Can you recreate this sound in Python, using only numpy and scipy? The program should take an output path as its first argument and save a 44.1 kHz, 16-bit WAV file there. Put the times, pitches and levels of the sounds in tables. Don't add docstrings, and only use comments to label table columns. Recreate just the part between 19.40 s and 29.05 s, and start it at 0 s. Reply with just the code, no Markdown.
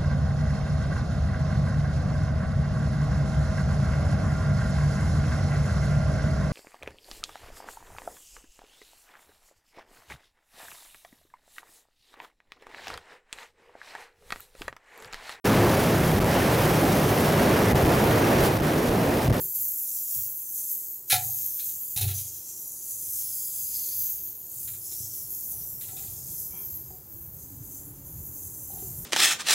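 import sys
import numpy as np
from scipy import signal
from scipy.fft import rfft, irfft, next_fast_len
from scipy.io import wavfile
from scipy.ndimage import uniform_filter1d, map_coordinates

SR = 44100
rng = np.random.default_rng(int(sys.argv[2]) if len(sys.argv) > 2 else 0)


def file_out(sig):
    cols = np.atleast_2d(sig).T
    lim = np.clip(cols, -1, 1)
    pcm = np.round(lim * 32767).astype(np.int16)
    wavfile.write(sys.argv[1], SR, pcm)


N = 425565

# f/Hz, width/Hz, boost/dB
NOOK_PEAKS = [(5310, 77, 3.5), (6054, 97, 3.5), (6520, 80, 2.5), (6960, 89, 4), (10300, 110, 4),
              (10860, 78, 3.5), (11170, 200, 2), (12480, 180, 0.5), (13130, 130, 2.5), (13660, 90, -2),
              (14000, 70, 6), (14370, 110, 5), (15500, 120, 3)]


def amp(db):
    return 10 ** (np.asarray(db) / 20)


def unit(x):
    return x / np.sqrt(np.mean(x ** 2) + 1e-20)


def along(points, hz):
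    f, value = np.transpose(points)
    return np.interp(np.log(hz + 1), np.log(f + 1), value)


def curves(rows):
    s, *columns = np.transpose(rows)
    return [np.interp(np.arange(N) / SR, s, column) for column in columns]


def wobble(rate):
    knots = rng.standard_normal(int(N * rate / SR) + 4)
    return map_coordinates(knots, [np.arange(N) * rate / SR])


def filtered(x, response):
    m = next_fast_len(N + SR // 2)
    hz = np.fft.rfftfreq(m, 1 / SR)
    return irfft(rfft(x, m) * response(hz), m)[:N]


def coloured(x, spectrum, peaks=()):
    def gain(hz):
        boost_db = sum(db / (1 + (2 * (hz - centre) / width) ** 2) for centre, width, db in peaks)
        return amp(along(spectrum, hz) + boost_db)
    return unit(filtered(x, gain))


def resonate(x, modes):
    def response(f):
        total = 0
        for k, (centre, width, db) in enumerate(modes):
            damping = 1j * f * width
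            total = total + (-1) ** k * amp(db) * damping / (centre * centre - f * f + damping)
        return total / np.sqrt(np.mean(abs(total) ** 2))
    return filtered(x, response)


def add(track, s, sound):
    part = track[max(round(s * SR), 0):][:len(sound)]
    part += sound[:len(part)]


def echo(x, wet_db):
    # f/Hz, time to fall by 60 dB/s
    wall_decay = [(200, 0.22), (2000, 0.24), (7000, 0.17), (14000, 0.13)]
    hz, t, z = signal.stft(rng.standard_normal(SR // 2), SR, nperseg=256)
    fade = amp(-60 * t / along(wall_decay, hz)[:, None])
    tail = signal.istft(z * fade, SR, nperseg=256)[1]
    answer = signal.fftconvolve(x, tail / np.linalg.norm(tail))[:N]
    return (x + amp(wet_db) * answer) / np.hypot(1, amp(wet_db))


def stroke(start, rise, length, fade_db_per_s):
    release_db_per_s = 38.5
    t = np.maximum(np.arange(N) / SR - start, 0)
    released = np.maximum(t - length, 0)
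    return np.minimum(t / max(rise, 1 / SR), 1) * amp(-fade_db_per_s * t - release_db_per_s * released)


def chatter(t60, attack=0.00053):
    t = np.arange(SR // 2) / SR
    return rng.standard_normal(len(t)) * amp(-60 * t / t60) * (1 - np.exp(-t / attack))


def background():
    # t/s, level/dB
    rumble_level = [(0, -63), (.7, -68.5), (3.2, -62.5), (4.6, -59.5), (5.2, -63), (6.7, -49.5),
                    (7.4, -54.5), (8.1, -49), (9.2, -48), (9.65, -44.5)]
    # f/Hz, relative level per Hz/dB
    rumble_tone = [(20, -44.5), (35, -10), (50, -5), (72, 1.5), (110, 1.5), (165, -3), (215, -13.5),
                   (310, -42), (530, -89)]
    # f/Hz, relative level per Hz/dB
    rush_tone = [(150, -20), (230, -2), (300, -3), (400, 1), (480, -11), (850, -12.5), (1300, -16.5),
                 (2500, -25), (5000, -28.5), (16000, -29)]
    # f/Hz, width/Hz, boost/dB
    room_peaks = [(328.3, 9, 8), (388, 21, -1), (539, 18, 11), (603, 24, 5), (733, 14, 7.5), (840, 28, 5.5),
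                  (958, 45, 4)]
    rumble_db, = curves(rumble_level)
    rush_db = -61 + 0.33 * (rumble_db - rumble_db.mean())
    lumps_db = 2.1 * wobble(9)
    rumble = amp(rumble_db + lumps_db) * coloured(rng.standard_normal(N), rumble_tone)
    rush_gain = amp(rush_db + 0.51 * wobble(3.7))
    rush = rush_gain * coloured(rng.standard_normal(N), rush_tone, room_peaks)
    return rumble + rush


def drone():
    start_s, rise_s, pitch_hz, level_db, fade_db_per_s = 8.02, 0.075, 285, -54.5, 8
    phase = 2 * np.pi * pitch_hz * np.arange(N) / SR
    band = unit(wobble(55) * np.sin(phase) + wobble(55) * np.cos(phase))
    swell = stroke(start_s, rise_s, N / SR, fade_db_per_s)
    return amp(level_db) * swell * band


def squeaks():
    # t/s, length/s, level/dB
    slips = [(7.078, 0.2, -56.5)]
    # f/Hz, width/Hz, level/dB
    skin_modes = [(960, 79, -0.5), (1344, 61, -4), (1620, 59, -11), (2330, 52, 2), (3220, 48, -1)]
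    rub = np.zeros(N)
    for s, length, db in slips:
        swell = np.hanning(int(length * SR)) ** 0.71
        add(rub, s, amp(db) * swell * rng.standard_normal(len(swell)))
    return resonate(rub, skin_modes)


def thumps():
    # t/s, relative level/dB
    pushes = [(.005, -52), (0.76, -45.5), (1.727, -33.5), (1.85, -45), (2.563, -36), (2.609, -30.5),
              (2.64, -28.5), (2.68, -37), (5.249, -46), (5.321, -47.5), (5.604, -43.5), (6.485, -49),
              (6.68, -44.5), (7.327, -47.5)]
    # f/Hz, relative level/dB, time to fall by 60 dB/s
    frame_modes = [(73.6, -14.5, 1), (95.9, 3.5, 0.46), (111.2, -1, 0.26), (123, 0, 0.62), (143, -9, 0.63)]
    t, out = np.arange(SR) / SR, np.zeros(N)
    for s, thump_db in pushes:
        ring = np.zeros(SR)
        for hz, db, t60 in frame_modes:
            chance = rng.normal(0, 1.5)
            ring += amp(db + chance - 60 * t / t60) * np.sin(2 * np.pi * hz * t + chance)
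        add(out, s, amp(thump_db - 3.5) * ring * (1 - np.exp(-t / 0.002)))
    return out


def knocks():
    # t/s, length of rattle/s, relative ring level/dB, relative boom level/dB
    knock_times = [(.009, .06, -79.5, -47), (1.727, .02, -23.5, -44.5), (2.571, .02, -47, -61),
                   (2.611, .1, -47, -51), (5.519, .02, -66, -53.5), (6.129, .02, -58, -71),
                   (6.491, .18, -54.5, -61), (7.138, .02, -62, -53), (7.505, .02, -50.5, -51),
                   (9.301, .02, -52, -67), (9.334, .06, -48.5, -50), (9.423, .02, -57, -43.5)]
    # f/Hz, width/Hz, level/dB
    housing_modes = [(540.5, 17, -13.5), (731.4, 7, 5.5), (744, 59, 0.5), (795, 57, -8), (808, 13, -1),
                     (828, 47, -5)]
    # f/Hz, width/Hz, level/dB
    air_modes = [(165, 27, -2.5), (378, 9.3, 2.5), (436, 17, -9)]
    contact_gap_s, loss_db_per_s = .039, 20
    panel, air = np.zeros((2, N))
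    for s, length, ring_db, boom_db in knock_times:
        long_db = -15.5 + 0.22 * ring_db
        for delay in np.arange(0, length, contact_gap_s):
            force = amp(-7.0) * chatter(t60=0.035) + amp(long_db) * chatter(t60=0.43)
            force[0] += amp(16.5)
            force *= amp(-loss_db_per_s * delay)
            add(panel, s + delay, amp(ring_db + 10.0) * force)
            add(air, s + delay, amp(boom_db + 12.0) * force)
    return resonate(panel, housing_modes) + resonate(air, air_modes)


def clicks():
    # t/s, high modes/dB, low modes/dB, bright edge/dB
    contacts = [(.765, -57, -60, -52), (1.701, -23.5, -23, -20), (1.7135, -19.5, -24, -20),
                (1.72, -28, -22.5, -18), (1.732, -40, -45, -23.5), (2.011, -57, -61, -48),
                (2.1924, -40, -49, -40), (2.292, -60, -67, -42), (2.564, -36, -51, -25.5),
                (2.575, -34, -45, -25.5), (2.612, -32.5, -51, -25), (2.623, -36, -49, -31),
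                (2.68, -38, -45, -30.5), (2.707, -41, -48, -33.5), (2.784, -49, -64, -39),
                (5.276, -49, -50, -40), (5.336, -55, -55, -46), (5.516, -51, -56, -45),
                (6.411, -50, -51, -37.5), (6.437, -51, -62, -41), (6.486, -48, -52, -46),
                (6.567, -48, -57, -39), (6.589, -53, -58, -51), (6.627, -55, -53, -48),
                (6.669, -54.5, -67, -50), (9.311, -58, -66, -57), (9.379, -54, -71, -50)]
    # f/Hz, width/Hz, level/dB
    tube_modes = [(1353, 41, -2), (1706, 28, 0), (1790, 17, -3), (1970, 105, -0.5), (2340, 51, 0),
                  (2470, 38, 0), (2620, 45, -1.5), (2800, 120, -7), (3090, 53, 0), (3334, 37, 4.5),
                  (3690, 140, 0.5), (3940, 43, 2), (4108, 32, 8), (4196, 66, 2.5), (4390, 40, 1),
                  (4950, 140, -0.5), (5500, 69, -2)]
    # f/Hz, relative level per Hz/dB
    edge_tone = [(1200, -22), (1700, -15), (4000, -2), (4700, -10.5), (6000, -1.5), (8500, -4.5),
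                 (10300, 5.5), (12000, -4.5), (13700, 5.5), (16000, -7.5)]
    modes_t60, edge_t60 = .13, 0.17
    low, high, edge = np.zeros((3, N))
    for s, high_db, low_db, edge_db in contacts:
        add(low, s - .003, amp(low_db - 4.5) * chatter(modes_t60, attack=0.0024))
        add(high, s - .003, amp(high_db + 0.5) * chatter(modes_t60, attack=0.0034))
        add(edge, s - .002, amp(edge_db) * chatter(edge_t60))
    grit = unit(amp(2.0 * wobble(700)))
    low_modes, high_modes = np.split(np.array(tube_modes), [5])
    ring = resonate(low * grit, low_modes) + resonate(high * grit, high_modes)
    snap = filtered(edge * grit, lambda f: unit(amp(along(edge_tone, f))))
    return echo(ring + snap, wet_db=-6.5)


def bursts(low_hz, high_hz, rate, cycles, spread_db, size=64):
    when, pitch, strength = rng.random((int(rate * N / SR), 3)).T
    start = (when * N).astype(int)
    low, high = (np.broadcast_to(hz, N)[start] for hz in (low_hz, high_hz))
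    turns = (low + (high - low) * pitch)[:, None] * np.arange(size) / SR
    scatter = np.minimum(-np.log(1 - strength), 4)
    pings = amp(spread_db * scatter)[:, None] * np.sin(2 * np.pi * turns) * np.exp(-turns / cycles)
    places = start[:, None] + np.arange(size)
    return np.bincount(places.ravel(), pings.ravel(), N + size)[:N]


def squelches():
    # middle t/s, length/s, pitch f/Hz, level/dB
    wet_squeezes = [(.68, 0.62, 5850, -50), (1.28, 0.33, 5800, -60), (2.05, .3, 5320, -56),
                    (2.78, 0.11, 6200, -42), (3.2, 0.88, 5920, -53), (3.9, 0.81, 5240, -51.5),
                    (4.43, 0.57, 4570, -45.5), (5.62, 0.54, 5650, -46), (6.152, 0.8, 5800, -54.5),
                    (6.948, 0.98, 5300, -57.5)]
    swells = np.zeros(N)
    for middle, length, _, db in wet_squeezes:
        add(swells, middle - length / 2, amp(db) * np.hanning(int(length * SR)) ** 0.69)
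    _, pitch_hz, _ = curves(wet_squeezes)
    pops = bursts(pitch_hz - 380, pitch_hz + 380, rate=1300, cycles=12.0, spread_db=4.0, size=160)
    tone = [(2000, -23.5), (4200, -6), (7000, 5.0), (11000, -12)]  # f/Hz, relative level per Hz/dB
    return swells * coloured(pops, tone, NOOK_PEAKS)


def drift(x):
    depth_db, width_hz, life_s = 2.2, 260, .3
    hop = 256
    z = signal.stft(x, nperseg=2 * hop)[2]
    bins, frames = max(round(width_hz * 2 * hop / SR), 1), max(round(life_s * SR / hop), 1)
    field = uniform_filter1d(rng.standard_normal(z.shape), bins, 0)
    field = uniform_filter1d(field, frames, 1)
    gain = unit(amp(depth_db * unit(field)))
    return signal.istft(z * gain, nperseg=2 * hop)[1][:N]


def foam():
    # start t/s, rise/s, length/s, relative level/dB, extra finest/dB, extra coarse wet bubbles/dB
    squeezes = [(-.06, 0.057, 0.17, -40, 6, -0.5), (0.142, .004, .08, -35.5, 4, -0.5),
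                (0.31, .12, 0.44, -38, 2.5, -1.5), (.64, 0.051, 0.12, -36.5, 2, -2),
                (0.863, .11, 0.23, -41.5, 2, -3), (1.1, 0.058, 0.25, -37, 2, -3),
                (1.67, .03, 0.39, -36, 2.5, 3), (2.11, 0.095, 0.16, -36.5, -1, 0),
                (2.34, 0.088, .35, -42, 4, -5), (2.735, .006, 0.017, -34.5, -11, 5.5),
                (2.938, 0.18, 0.53, -40, -8, -1), (3.415, .1, 0.28, -37, -2, -2.5),
                (3.67, 0.061, 0.61, -36.5, 0, 2.5), (4.27, 0.08, 0.24, -38.5, 3.5, 7),
                (4.522, 0.095, 0.13, -39.5, 8.5, 7.5), (4.99, 0.23, 0.24, -39, .5, 2),
                (5.351, 0.12, 0.42, -39, 0, 1.5), (5.875, 0.041, 0.4, -42.5, 3.5, 0),
                (6.393, 0.033, 0.34, -42.5, -0.5, 4), (6.774, .14, 0.25, -41, -0.5, 0.5),
                (7.142, .1, 0.19, -50, 10.5, 8), (7.613, 0.34, 0.13, -50, 10.5, 0),
                (7.97, .03, 0.051, -48.5, -4, 1), (8.213, 0.026, 0.17, -47, 0, -4),
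                (8.634, 0.036, 0.37, -47.5, 1.5, -20), (8.924, 0.11, 0.35, -44, -2, -12),
                (9.227, 0.18, 0.33, -42.5, -1, 0)]
    # lowest f/Hz, highest f/Hz, bursts per s, share of a squeeze/dB, rest level/dB
    bubble_sizes = [(12700, 15100, 4000, 3, -48), (9370, 12750, 3800, -1.5, -69),
                    (5920, 9050, 3200, -3.5, -60.5), (2450, 6200, 2600, -16.5, -67)]
    # f/Hz, relative level per Hz/dB
    fizz_tone = [(1200, -36), (2000, -33.5), (2900, -35), (3150, -29), (3800, -31.5), (4500, -23),
                 (5800, -22), (6020, -14), (7400, -11), (8800, -13.5), (10200, -6.5), (12200, -4.5),
                 (13700, -3), (14900, -8), (15700, -1)]
    sag_db_per_s = 0.5
    pressing = np.array([stroke(s, rise, length, sag_db_per_s) for s, rise, length, *_ in squeezes])
    mixes = np.array([amp([db + fine_db, db, db, db + wet_db]) for *_, db, fine_db, wet_db in squeezes])
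    powers = mixes.T ** 2 @ pressing ** 2
    fizz = squelches()
    for power, (low_hz, high_hz, rate, share_db, rest_db) in zip(powers, bubble_sizes):
        pops = bursts(low_hz, high_hz, rate, cycles=3.5, spread_db=-0.5)
        gain = np.hypot(amp(share_db) * np.sqrt(power), amp(rest_db))
        fizz += gain * amp(1.0 * wobble(14)) * coloured(pops, fizz_tone, NOOK_PEAKS)
    flurry_db = 0.7 * wobble(25) + 0.21 * wobble(130)
    return echo(drift(fizz) * amp(flurry_db), wet_db=-4.0)


def scene():
    mono = background() + drone() + squeaks() + thumps() + knocks() + clicks() + foam()
    return np.array([mono, mono])


def record(dry):
    top_hz = 15780
    return np.array([filtered(x, lambda hz: hz < top_hz) for x in dry])


dry = scene()
out = record(dry)
file_out(out)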